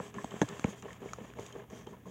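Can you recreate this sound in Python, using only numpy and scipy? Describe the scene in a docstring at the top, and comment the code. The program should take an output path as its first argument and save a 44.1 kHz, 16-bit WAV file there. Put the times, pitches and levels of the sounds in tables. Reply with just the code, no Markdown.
"""A quiet room, a small microphone close to a wire cage; faint hum and hiss lie under everything. From the
start a hamster is running in its plastic wheel. About six times a second the wheel surges: it rumbles, its rim
and axle scrape, and the rubbing sets the axle singing with a thin ring. Paws patter on the plastic and claws
tick. Twice in the first second something knocks hard close by; towards the end the surges grow weaker."""
import sys
import numpy as np
from scipy import signal
from scipy.fft import rfft, irfft
from scipy.io import wavfile

SR = 44100
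rng = np.random.default_rng(int(sys.argv[2]) if len(sys.argv) > 2 else 0)


def pcm_store(signal):
    """Save signal as 16-bit PCM."""
    levels = np.round(np.clip(np.atleast_2d(signal), -1, 1) * 32767)
    wavfile.write(sys.argv[1], SR, levels.astype(np.int16).T)


N = 92610
TIME = np.arange(N) / SR


def from_db(db):
    """Decibels to gain."""
    return 10 ** (np.asarray(db) / 20)


def rms_one(x):
    """Scale to unit rms."""
    return x / np.sqrt(np.mean(x ** 2) + 1e-20)


def coloured(x, spectrum):
    """Causal (minimum-phase) filter that follows points of frequency in Hz and gain in dB."""
    size = 2 * N
    hz, db = np.transpose(spectrum)
    bin_hz = np.arange(N + 1) * SR / size
    gain = from_db(np.interp(np.log(bin_hz + 1), np.log(hz), db))
    cepstrum = irfft(np.log(gain))
    cepstrum[1:N] *= 2
    cepstrum[N + 1:] = 0
    return irfft(rfft(x, size) * np.exp(rfft(cepstrum)))[:N]


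def resonance(x, hz, width_hz):
    """Two-pole resonance with gain 1 at its peak."""
    radius = np.exp(-np.pi * width_hz / SR)
    feedback = [1, -2 * radius * np.cos(2 * np.pi * hz / SR), radius ** 2]
    return signal.lfilter(np.array([1, 0, -1]) * (1 - radius ** 2) / 2, feedback, x)


def butter(x, hz, kind, order=2):
    """Butterworth filter."""
    return signal.sosfilt(signal.butter(order, hz, kind, fs=SR, output="sos"), x)


def add(out, start_s, sound):
    """Mix a sound in at a time."""
    start = max(int(start_s * SR), 0)
    out[start:start + len(sound)] += sound[:max(N - start, 0)]


def room(hum_hz=122):
    """Room tone behind the cage: low noise, thin hiss and a mains hum."""
    # The still room's spectrum. Each row: frequency in Hz, relative level in dB.
    air_spectrum = [(20, -49), (36, -17), (58, 1), (85, 0), (120, -7.5), (170, -4), (300, -8.5),
                    (1000, -36.5), (2500, -33), (4500, -54), (9000, -41), (16000, -35.5)]
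    air = rms_one(coloured(rng.standard_normal(N), air_spectrum))
    hum = np.sin(2 * np.pi * hum_hz * TIME)
    return from_db(-57.5) * air + from_db(-56.5) * hum


def friction(slips_per_s=5000, spread_db=2.5):
    """Surfaces rubbing: dense tiny slips of uneven size."""
    sizes = from_db(spread_db * np.minimum(rng.exponential(1, N), 4))
    signs = rng.choice([-1, 1], N)
    return sizes * signs * (rng.random(N) < slips_per_s / SR)


def rubbed(modes):
    """Friction sets each resonance of a part ringing."""
    return rms_one(sum(from_db(db) * resonance(friction(), hz, width) for hz, width, db in modes))


def wheel():
    """Each surge starts with a scrape; the rumble swells and sinks, and the hiss follows it."""
    # Surges of the wheel. Each row: start, attack and length in seconds, relative levels of rumble,
    # scrape and hiss in dB, centre of the narrow rasp within the hiss in Hz.
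    surges = [(-.02, .002, 0.12, -43, -49.5, -56.5, 7700), (0.139, .002, 0.17, -40, -48.5, -58.5, 7700),
              (0.304, 0.0019, 0.22, -41.5, -46.5, -56.5, 7540),
              (.478, 0.0083, 0.21, -40, -45.5, -57.5, 7260), (0.649, 0.01, 0.091, -40.5, -48, -54, 6700),
              (.75, 0.0076, 0.067, -54, -60, -60, 7050), (0.824, 0.0034, 0.15, -41.5, -50, -63, 7160),
              (0.999, 0.0065, 0.19, -41, -51, -60.5, 6900), (1.182, 0.0035, .14, -44.5, -52.5, -64, 6950),
              (1.338, 0.061, 0.18, -38.5, -49.5, -57, 6800), (1.527, 0.0029, .095, -40, -53, -66.5, 6900),
              (1.696, 0.0058, 0.14, -43, -52.5, -59.5, 5940),
              (1.864, 0.0024, 0.082, -45.5, -57, -66.5, 6650),
              (2.045, 0.016, 0.09, -46.5, -63, -63.5, 6600)]
    # Resonances of the plastic drum, the scraping rim and the singing axle. Each row: frequency in Hz, width in
    # Hz, relative level in dB.
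    drum_modes = [(184.8, 30.4, 0), (223, 11.8, -2.5), (405, 11, 2), (466.4, 39, -6), (630, 58, -10.5),
                  (895, 450, -20)]
    rim_modes = [(630, 290, 3.5), (1066, 108, 6), (1276, 53, -0.5), (1698, 180, 0.5), (1812, 68, 0.5),
                 (2156, 190, -4), (2650, 470, -8), (3170, 780, -6)]
    axle_modes = [(2290, 78, -3), (3206, 57, 3), (3310, 180, -14), (3530, 330, -7.5)]
    # The hiss of rubbing. Each row: frequency in Hz, relative level in dB.
    hiss_spectrum = [(2500, -5.5), (3500, -12), (4200, -17), (4850, -7.5), (5200, -15), (5650, -4),
                     (5900, -7), (6350, -1), (7000, -3.5), (7900, -10.5), (8800, -15), (11000, -19),
                     (16000, -27)]
    rumble_attack_s, rumble_hold_s = 0.026, 0.039
    rumble_fade, scrape_fade, release, hiss_release = 130, 30, 418, 420  # dB per second
    rumble, scrape, hiss = from_db([-59, -63.5, -78])  # the wheel coasts between surges
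    slips, rasp = friction(), 0
    for start, attack, length, rumble_db, scrape_db, hiss_db, rasp_hz in surges:
        age = np.maximum(TIME - start, 0)
        past_end = np.maximum(age - length, 0)
        rise = np.minimum(age / attack, 1)
        gate = rise * from_db(-release * past_end)
        swell = np.minimum(age / rumble_attack_s, 1) ** 0.57
        sink_db = rumble_fade * np.maximum(age - rumble_hold_s, 0)
        rumble = np.hypot(rumble, gate * swell * from_db(rumble_db - sink_db))  # surges add in power
        scrape = np.hypot(scrape, gate * from_db(scrape_db - scrape_fade * age))
        arch = np.sin(np.pi * np.minimum(age / length, 1) ** 1.16)  # peaks just past mid-surge
        rub = rise * from_db(hiss_db + 7.5 * (arch - 1.5) - hiss_release * past_end)
        hiss = np.hypot(hiss, rub)
        rasp += rub * rms_one(resonance(slips, rasp_hz, width_hz=270))
    drum = butter(butter(rubbed(drum_modes), 1070, "low"), 132, "high")
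    rim = butter(rubbed(rim_modes), 3500, "low", order=6)
    patter = rms_one(butter(rng.standard_normal(N), 64.6, "low"))
    paw_pressure = from_db(2 * patter)  # quick and uneven
    body = paw_pressure * (from_db(-4) * rumble * drum + from_db(-4.5) * scrape * rim)
    rubbing = from_db(1.5) * rms_one(coloured(friction(), hiss_spectrum))
    axle = from_db(-4) * rubbed(axle_modes)
    return body + hiss * (rubbing + axle) + from_db(-4) * rasp


def blows(rows, rattle, rattle_width_ratio, contact_hz):
    """Each blow rings one damped mode amid a rattle of its neighbours; the contact limits the treble."""
    out, age = np.zeros(N), TIME[:SR // 6]
    for start, hz, db, t60 in rows:
        mode = np.sin(2 * np.pi * hz * age)
        neighbours = rms_one(resonance(rng.standard_normal(len(age)), hz, rattle_width_ratio * hz))
        neighbours = butter(neighbours, min(2 * hz, SR / 3), "low")
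        add(out, start, from_db(db - 60 * age / t60) * (mode + rattle * neighbours))
    return butter(out, contact_hz, "low")


def knocks():
    """Footfalls and close knocks ring the low modes of the hollow plastic."""
    # Dull blows. Each row: start in seconds, pitch in Hz, relative level in dB, seconds to fall 60 dB.
    hits = [(.001, 518, -30.5, 0.029), (.004, 171, -31.5, 0.033), (.167, 204, -35, 0.15),
            (.2445, 242, -24.5, 0.023), (.341, 400, -27, 0.01), (.4150, 185, -21.5, 0.053),
            (.4165, 430, -16, 0.024), (.4218, 289.5, -20.5, 0.056), (.4305, 620, -24, 0.017),
            (.4345, 128, -26.5, 0.068), (.594, 256, -32, 0.017), (.6445, 484, -26.5, .035),
            (.6465, 219, -11, 0.02), (.681, 207, -31, 0.051), (.855, 450, -35, 0.064),
            (.884, 292, -56, 0.035), (1.032, 304, -36, 0.012), (1.059, 405, -29.5, 0.011),
            (1.1855, 503, -33, 0.02), (1.214, 217, -36, 0.026), (1.302, 417, -41, 0.024),
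            (1.393, 120, -36.5, 0.055), (1.394, 490, -28.5, 0.0083), (1.583, 326, -54, 0.014),
            (1.728, 222, -38.5, 0.056), (1.871, 410, -35, 0.037), (2.083, 192, -44.5, 0.12)]
    return butter(blows(hits, rattle=0.36, rattle_width_ratio=0.4, contact_hz=1870), 79, "high")


def clacks():
    """Thin plastic, struck sharply, rings higher."""
    # Sharp blows. Each row: start in seconds, pitch in Hz, relative level in dB, seconds to fall 60 dB.
    hits = [(.001, 1010, -26, 0.0083), (.142, 1250, -49, 0.035), (.1835, 1047, -36, 0.051),
            (.184, 1730, -42.5, 0.073), (.2442, 726, -21.5, 0.0073), (.309, 3100, -43.5, 0.023),
            (.4160, 1664, -16.5, 0.0074), (.4162, 892, -26, 0.038), (.4163, 2040, -22.5, 0.01),
            (.4164, 1025, -30.5, 0.037), (.4235, 1685, -35.5, 0.037), (.486, 1150, -42.5, 0.021),
            (.5955, 1370, -29.5, 0.0039), (.6425, 2270, -22, 0.0069), (.643, 1330, -35, 0.016),
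            (.6435, 833, -31, 0.027), (.681, 1030, -35.5, 0.0067), (.824, 2800, -48, 0.036),
            (.825, 1204, -48, .03), (.856, 860, -40, .02), (.883, 1840, -46, .022),
            (.8835, 1070, -44, 0.059), (.906, 1820, -43.5, 0.032), (1.032, 790, -40.5, 0.016),
            (1.087, 2216, -48, 0.055), (1.134, 1280, -27.5, .015), (1.1339, 790, -43, 0.017),
            (1.186, 930, -45.5, 0.038), (1.302, 2420, -49, 0.011), (1.337, 1560, -39, 0.004),
            (1.388, 880, -38, 0.02), (1.3885, 2210, -40, 0.015), (1.526, 3150, -46.5, 0.039),
            (1.598, 1670, -46, 0.012), (1.641, 950, -44, 0.015), (1.870, 3140, -52, 0.07),
            (1.871, 864, -40, 0.034), (1.937, 974, -46.5, 0.076), (2.056, 1050, -49.5, 0.062)]
    return butter(blows(hits, rattle=0.37, rattle_width_ratio=0.17, contact_hz=3860), 231, "high")


def claws(crack_t60_s=0.013, ring_t60_s=0.015):
    """Claws strike wire and plastic: bright ticks, each a crack of noise with a brief ring."""
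    # Claw strikes. Each row: start in seconds, relative level in dB, ring pitch in Hz.
    ticks = [(.142, -43, 6360), (.2442, -35.5, 6560), (.309, -43, 6650), (.4161, -22, 6230),
             (.4225, -32.5, 6700), (.429, -36, 8700), (.4565, -42, 8300), (.489, -30.5, 6650),
             (.5955, -33.5, 6300), (.6426, -33, 6750), (.824, -39.5, 6920), (.9305, -38, 8300),
             (1.134, -30, 6700), (1.337, -48, 7100), (1.396, -38.5, 6300), (1.4635, -34, 7800),
             (1.525, -41, 6650), (1.701, -48, 6540), (1.869, -46.5, 6700)]
    # The colour of a tick. Each row: frequency in Hz, gain in dB.
    tick_spectrum = [(800, -30), (2000, -4), (3500, -1.5), (4800, -11), (6500, 1.5), (7300, -5),
                     (8500, -10), (10500, -25), (16000, -26)]
    out, age = np.zeros(N), TIME[:SR // 20]
    for start, db, hz in ticks:
        crack = from_db(-60 * age / crack_t60_s) * rng.standard_normal(len(age))
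        ring = from_db(-60 * age / ring_t60_s) * np.sin(2 * np.pi * hz * age)
        add(out, start, from_db(db) * (crack + 0.37 * ring))
    return coloured(out, tick_spectrum)


def scene():
    """Beside the cage, in mono: wheel, knocks, clacks and claws over the room tone."""
    return (wheel() + knocks() + clacks() + claws() + room())[None]


def record(dry):
    """A small microphone: no deep bass, and the top is cut."""
    low_cut_hz, top_cut_hz = 63, 15800
    top_cut = signal.ellip(10, 0.2, 70, top_cut_hz, fs=SR, output="sos")
    return signal.sosfilt(top_cut, butter(dry, low_cut_hz, "high"))


dry = scene()
out = record(dry)
pcm_store(out)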